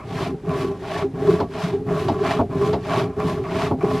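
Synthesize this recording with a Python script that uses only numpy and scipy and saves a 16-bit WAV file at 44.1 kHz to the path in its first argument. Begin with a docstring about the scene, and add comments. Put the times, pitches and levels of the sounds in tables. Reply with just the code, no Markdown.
"""The hand pump of a boat toilet is worked in a tiny cabin, about three strokes in two seconds.
A valve slurps open, then the first push squirts air and water through it with a rasp, while the
piston seal hisses with speed and water churns in the hose. A big bubble glugs, and the pull sucks
and gurgles in the bowl. Push and pull keep alternating; from the second pull on, the handle sometimes
knocks at the top or the piston thuds at the bottom, each time with a throaty gulp."""
import sys
import numpy as np
from scipy import signal
from scipy.fft import rfft, irfft
from scipy.io import wavfile

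SR = 44100
rng = np.random.default_rng(int(sys.argv[2]) if len(sys.argv) > 2 else 0)


def to_wav(s):
    """Save 16-bit WAV."""
    ch = np.atleast_2d(s).T  # columns
    pcm = np.round(np.clip(ch, -1, 1) * 32767)  # PCM
    wavfile.write(sys.argv[1], SR, pcm.astype(np.int16))


N = 176400
TIME = np.arange(N) / SR
BINS_HZ = np.fft.rfftfreq(16384, 1 / SR)

# piston strokes, levels relative within a layer: start_s, fastest_s, end_s, hiss_db, squelch_db, churn_db
PUSH_STROKES = [(0.02, 0.24, 0.37, -40, -32.5, -24), (0.745, 0.992, 1.107, -41, -29.5, -28),
                (1.467, 1.639, 1.85, -40, -32, -29.5), (2.175, 2.319, 2.48, -37.5, -26, -29.5),
                (2.782, 2.987, 3.117, -37.5, -27, -23), (3.397, 3.642, 3.776, -39, -27.5, -23)]
PULL_STROKES = [(0.415, 0.614, 0.8, -43.5, -35.5, -25.5), (1.119, 1.328, 1.494, -44, -31.5, -23),
                (1.83, 2.007, 2.336, -44.5, -32, -22.5), (2.473, 2.666, 2.84, -43, -33.5, -22),
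                (3.141, 3.289, 3.465, -42.5, -32, -22), (3.756, 3.964, 4.12, -42.5, -34.5, -23)]
# a valve opens and a slurp breaks through: start_s, level_db, decay_s
VALVE_SLURPS = [(0.0, -37, 0.037), (0.181, -35, 0.034), (0.493, -29.5, 0.027), (1.14, -48, 0.019),
                (1.889, -35, 0.017), (2.249, -25.5, 0.027), (2.51, -38.5, 0.032), (2.885, -31.5, 0.12),
                (3.201, -24.5, 0.017), (3.44, -33, 0.05), (3.809, -30, 0.062)]
# big bubbles in the bowl: loudest_s, length_s, level_db
BOWL_GLUGS = [(0.344, 0.01, -20), (0.55, 0.038, -17), (0.648, .026, -19.5), (0.704, 0.036, -19),
              (1.054, 0.029, -16.5), (1.296, 0.021, -7), (1.752, 0.038, -17.5), (2.215, 0.017, -19.5),
              (2.628, 0.037, -14.5), (3.046, 0.023, -26), (3.845, 0.015, -7)]
# slugs of water heave through the outlet hose: loudest_s, level_db
HOSE_HEAVES = [(.495, -15), (1.279, -23), (1.648, -17), (3.264, -16.5)]
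# the handle meets the top stop: start_s, knock_db, click_db
HANDLE_KNOCKS = [(1.4, -12.5, -35), (2.082, -12.5, -31), (2.729, -14.5, -30.5)]
# the piston lands at the bottom: start_s, level_db
PISTON_THUDS = [(2.389, -10.5), (3.707, -15.5)]

# narrow rings of pump barrel and pipe: pitch_hz, width_hz, boost_db
PIPE_RINGS = [(625, 60, 7.5), (775, 32, 10), (1026, 24, 14), (1125, 34, 10), (1742, 24, 6.5), (2358, 26, 8)]
# modes of water, bowl and hose, and of the pump housing on its shelf: pitch_hz, width_hz, level_db
BOWL_MODES = [(94.3, 4.8, -8), (139, 45, -7.5), (173, 15.3, -4), (266, 12.5, -4), (337, 14.5, -9.5),
              (389.2, 19.3, -2), (421.5, 7.3, 0), (782.8, 24, -10.5)]
HOUSING_MODES = [(97, 14.4, 21), (256, 11, 14.5), (313, 14, 16), (647, 125, 6.5), (702, 11, 8.5)]

# tone curves of the valves, seal, hull, stops and background: frequency_hz, level_db
PUSH_SQUELCH_EQ = [(100, -43), (480, -10.5), (650, 5), (900, -5), (1200, -5), (1550, -9.5), (2600, -11),
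                   (4500, -22), (9000, -50)]
PULL_SQUELCH_EQ = [(100, -5.5), (480, -7.5), (650, 5), (880, -6.5), (1200, 0), (1550, -5.5), (2600, -19.5),
                   (4500, -24), (9000, -34.5), (15000, -46)]
PUSH_HISS_EQ = [(100, -36), (900, 3.5), (2000, -2.5), (3300, -4.5), (5000, -9.5), (8000, -20), (12000, -25),
                (14000, -33), (15500, -77)]
PULL_HISS_EQ = [(100, -23), (900, 2.5), (2000, 5), (3300, 1.5), (5000, -5), (8000, -14), (12000, -17.5),
                (14000, -26), (15500, -48)]
HULL_RUMBLE_EQ = [(30, -16.5), (70, -3.5), (110, 5.5), (500, -53)]
KNOCK_EQ = [(40, -34), (110, 16.5), (260, -2.5), (420, 4), (500, -3), (700, 6.5), (1000, -7), (1500, -25.5),
            (6000, -47)]
CLICK_EQ = [(200, -41), (1200, 1.5), (4500, -5.5), (15000, -53)]
ROOM_TONE_EQ = [(40, -1.5), (100, 2.5), (200, 1), (500, -9), (1000, -18.5), (3000, -30.5), (12000, -45.5),
                (15000, -74)]
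# spread between the ears: frequency_hz, side_minus_mid_db
STEREO_WIDTH = [(70, -57), (330, -23), (650, -28), (1300, -22), (2800, -14), (5500, -8), (9000, -3)]

TREBLE_EDGE_HZ = 15100


def amp(db):
    """Decibels to gain."""
    return 10 ** (np.asarray(db) / 20)


def unit(x):
    """Scales to rms 1."""
    return x / np.sqrt(np.mean(x ** 2) + 1e-20)


def eq(points):
    """Gain per frequency along a tone curve."""
    hz, db = np.transpose(points)
    return amp(np.interp(np.log(BINS_HZ + 1), np.log(hz), db))


def bell(hz, width_hz):
    """Gain per frequency of one resonance."""
    return 1 / np.hypot(1, (BINS_HZ ** 2 - hz ** 2) / (width_hz * BINS_HZ + 1e-9))


def body(modes, top_hz):
    """Gain per frequency of a resonant body: peaks with dark valleys between, fading above top_hz."""
    power = sum(amp(db) ** 2 * bell(hz, 1.4 * width) ** 3 for hz, width, db in modes)
    return np.sqrt(power) / (1 + (BINS_HZ / top_hz) ** 2)


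def colour(x, gain):
    """Plays x through a minimum-phase filter of unit energy, shaped like the gain curve."""
    log_gain = np.log(np.maximum(gain / gain.max(), 1e-5))
    mirrored = np.r_[log_gain, log_gain[-2:0:-1]]
    ring = np.fft.ifft(np.exp(np.conj(signal.hilbert(mirrored)))).real[:len(BINS_HZ)]
    return signal.fftconvolve(x, ring / np.linalg.norm(ring))[:N]


def drift(up_to_hz):
    """Smooth random modulation of rms 1."""
    slow = np.fft.rfftfreq(N, 1 / SR) < up_to_hz
    return unit(irfft(rfft(rng.standard_normal(N)) * slow, N))


def pops(per_s, spread_db):
    """A random crackle of bursting bubbles of uneven size."""
    size = amp(spread_db * np.minimum(rng.exponential(1, N), 3))
    return unit(size * rng.choice([-1, 1], N) * (rng.random(N) < per_s / SR))


def flow(strokes, layer, power, late_s, early_s, skew, surge_db=0):
    """A layer's envelope follows a power of the piston's speed; surge_db sharpens the mid-stroke peak."""
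    column = ("hiss", "squelch", "churn").index(layer)
    envelope = np.zeros(N)
    for start, fastest, end, *levels_db in strokes:
        travel = np.interp(TIME, [start + late_s, fastest, end - early_s], [0, .5, 1])
        speed = np.abs(np.sin(np.pi * travel ** skew))
        envelope += amp(levels_db[column] - surge_db * np.abs(2 * travel - 1)) * speed ** power
    return envelope


def squelch():
    """Clumps of small bubbles are forced through the valves; under suction the pipe rings hollower."""
    pipe = 1 + sum((amp(db) - 1) * bell(hz, width) ** 2 for hz, width, db in PIPE_RINGS)
    push = flow(PUSH_STROKES, "squelch", power=2.51, late_s=0.004, early_s=0.019, skew=0.94)
    pull = flow(PULL_STROKES, "squelch", power=1.05, late_s=0.018, early_s=0.016, skew=0.76)
    slurp = sum(amp(db) * (TIME > at) * np.exp(-np.abs(TIME - at) / decay)
                for at, db, decay in VALVE_SLURPS)
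    suction = pull + slurp
    grain = pops(per_s=1500, spread_db=3.5) * amp(2.97 * drift(37))
    pushed = colour(grain * push, pipe * eq(PUSH_SQUELCH_EQ))
    sucked = colour(grain * suction, pipe ** 1.4 * eq(PULL_SQUELCH_EQ))
    splatter = amp(-5) * bubbles(per_s=300, low_hz=580, high_hz=2100)
    return pushed + sucked + squeal(slurp) + splatter * (push + suction / 2)


def squeal(envelope, pitch_hz=1170, waver_hz=90, level_db=-2.5, octave_db=-7):
    """Air sucked past the wet valve flap gives a rough, wavering note and its octave."""
    phase = 2 * np.pi * np.cumsum(pitch_hz + waver_hz * drift(250)) / SR
    return amp(level_db) * envelope * (np.sin(phase) + amp(octave_db) * np.sin(2 * phase))


def bubbles(per_s, low_hz, high_hz, sizes=36, decay_cycles=10, glide=.07, tilt_db=-10):
    """Single bubbles ring briefly and rise in pitch; the smaller, the higher and fainter."""
    out = np.zeros(N)
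    for smallness in (np.arange(sizes) + rng.random(sizes)) / sizes:
        hz = low_hz * (high_hz / low_hz) ** smallness
        age = TIME[:SR // 2] * hz / decay_cycles
        ring = np.sin(2 * np.pi * decay_cycles * age * (1 + glide * age / 2)) * np.exp(-age)
        births = (rng.random(N) < per_s / sizes / SR) * rng.random(N) ** 2
        out += amp(tilt_db * smallness) * signal.oaconvolve(births, ring / np.linalg.norm(ring))[:N]
    return unit(out)


def seal_hiss():
    """Spray and the rubbing piston seal hiss at mid-stroke."""
    push = flow(PUSH_STROKES, "hiss", power=1.12, late_s=0.0029, early_s=0.0066, skew=0.68, surge_db=16)
    pull = flow(PULL_STROKES, "hiss", power=0.8, late_s=0.01, early_s=.005, skew=0.77, surge_db=18)
    grain = amp(6) * pops(per_s=9000, spread_db=2.5) * amp(1.1 * drift(65))
    return colour(grain * push, eq(PUSH_HISS_EQ)) + colour(grain * pull, eq(PULL_HISS_EQ))


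def churn(rumble_db=-40):
    """Water tumbles in lumps through bowl and hose in every stroke, and the hull rumbles with it."""
    push = flow(PUSH_STROKES, "churn", power=0.35, late_s=0.018, early_s=0.01, skew=1.32)
    pull = flow(PULL_STROKES, "churn", power=0.42, late_s=0.016, early_s=0.03, skew=0.71)
    lumps = unit(amp(2.3 * drift(22)))
    tumble = pops(per_s=500, spread_db=1.0) * lumps * (push + pull)
    water = colour(tumble, body(BOWL_MODES, top_hz=1100))
    hull = colour(rng.standard_normal(N) * lumps * unit(push + pull), eq(HULL_RUMBLE_EQ))
    return water + amp(rumble_db) * hull


def bloop(loudest_s, hz, length_s, db, rise_share=0.4, fall_share=0.37):
    """A pocket of air swells into a short, wobbling hollow note; gives the note and its envelope."""
    age = np.clip((TIME - loudest_s) / length_s, -6, 6)
    swell = amp(db) * 2 / (np.exp(-age / rise_share) + np.exp(age / fall_share))
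    cycles = np.cumsum(hz * (1 + .028 * drift(70))) / SR + rng.random()
    flutter = amp(1.4 * drift(80))
    return swell * flutter * np.sin(2 * np.pi * cycles), swell


def glugs(glug_hz=401, heave_hz=165.6, heave_s=0.02, splash_db=-9):
    """Big bubbles bloop in the bowl and stir its water; slugs of water heave lower in the hose."""
    notes, stir = np.sum([bloop(at, glug_hz, length, db) for at, length, db in BOWL_GLUGS], axis=0)
    heaves = sum(bloop(at, heave_hz, heave_s, db)[0] for at, db in HOSE_HEAVES)
    splash = colour(rng.standard_normal(N) * stir, body(BOWL_MODES, top_hz=TREBLE_EDGE_HZ))
    return notes + heaves + amp(splash_db) * splash


def impact(start_s, decay_s, rise_s):
    """A contact chatters and dies away; the longer the decay, the more energy it carries."""
    age_s = np.maximum(TIME - start_s, 0)
    chatter = rng.choice([-1, 1], N) * (1 - np.exp(-age_s / rise_s)) * np.exp(-age_s / decay_s)
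    return chatter * np.sqrt(decay_s * SR / 2) / np.linalg.norm(chatter)


def end_stops():
    """The handle knocks at the top and the piston thuds at the bottom; both set the housing ringing."""
    top = sum(amp(db) * impact(at, decay_s=.02, rise_s=.002) for at, db, _ in HANDLE_KNOCKS)
    bottom = sum(amp(db) * impact(at, decay_s=.018, rise_s=.002) for at, db in PISTON_THUDS)
    click = sum(amp(db) * impact(at, decay_s=.015, rise_s=.0012) for at, _, db in HANDLE_KNOCKS)
    gulps = sum(amp(db) * gulp(at) for at, db, *_ in HANDLE_KNOCKS + PISTON_THUDS)
    housing = colour(bottom + top / 2, body(HOUSING_MODES, top_hz=1140))
    knock = colour((top + bottom) / 2, eq(KNOCK_EQ))
    return housing + knock + colour(click, eq(CLICK_EQ)) + gulps


def gulp(start_s, from_hz=1150, to_hz=400, fall_s=.026, waver_hz=190, low_ratio=.38):
    """Water stopped by a knock gives two rough, throaty, falling resonances; the low one lasts longer."""
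    age = np.maximum(TIME - start_s, 0) / fall_s
    hz = to_hz + (from_hz - to_hz) * np.exp(-age)
    high, low = (np.cos(2 * np.pi * ratio * np.cumsum(hz + waver_hz * drift(400)) / SR)
                 for ratio in (1, low_ratio))
    swell = 2 * age * np.exp(1 - 2 * age)
    return amp(-8) * (swell * high + amp(1.5) * swell ** .7 * low)


def cabin_echoes(x, t60_s=0.046, low_cut_hz=530):
    """Close panelled walls throw back a dense, quickly dying cluster of echoes with no bass."""
    t = TIME[:SR // 2]
    taps = rng.standard_normal(len(t)) * (rng.random(len(t)) < .1)
    taps *= (t > .002) * amp(-60 * t / t60_s)
    low_cut = signal.butter(N=6, Wn=low_cut_hz, btype="high", fs=SR, output="sos")
    walls = signal.sosfilt(low_cut, taps / np.linalg.norm(taps))
    return signal.fftconvolve(x, walls)[:N]


def diffuse(x):
    """The same sound with its phases scattered, as it arrives from the side walls."""
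    spectra = signal.stft(x, nperseg=256)[2]
    scattered = spectra * np.exp(2j * np.pi * rng.random(spectra.shape))
    return np.sqrt(2) * signal.istft(scattered)[1][:N]


def scene(echo_db=-10, room_tone_db=-39.5):
    """The pump in its cabin over a low room tone; the bass sits in the centre, the treble spreads."""
    pump = seal_hiss() + squelch() + churn() + end_stops() + glugs()
    mid = pump + amp(echo_db) * cabin_echoes(pump)
    mid += amp(room_tone_db) * colour(rng.standard_normal(N), eq(ROOM_TONE_EQ))
    width = eq(STEREO_WIDTH)
    side = np.sqrt(np.mean(width ** 2)) * colour(diffuse(mid), width)
    return np.array([mid + side, mid - side])


def record(dry):
    """Rolls off the sub-bass and cuts the very top of the treble."""
    low_cut = signal.butter(N=2, Wn=32, btype="high", fs=SR, output="sos")
    high_cut = signal.firwin(511, TREBLE_EDGE_HZ, window=("kaiser", 9), fs=SR)
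    return signal.oaconvolve(signal.sosfilt(low_cut, dry), high_cut[None], "same")


dry = scene()
out = record(dry)
to_wav(out)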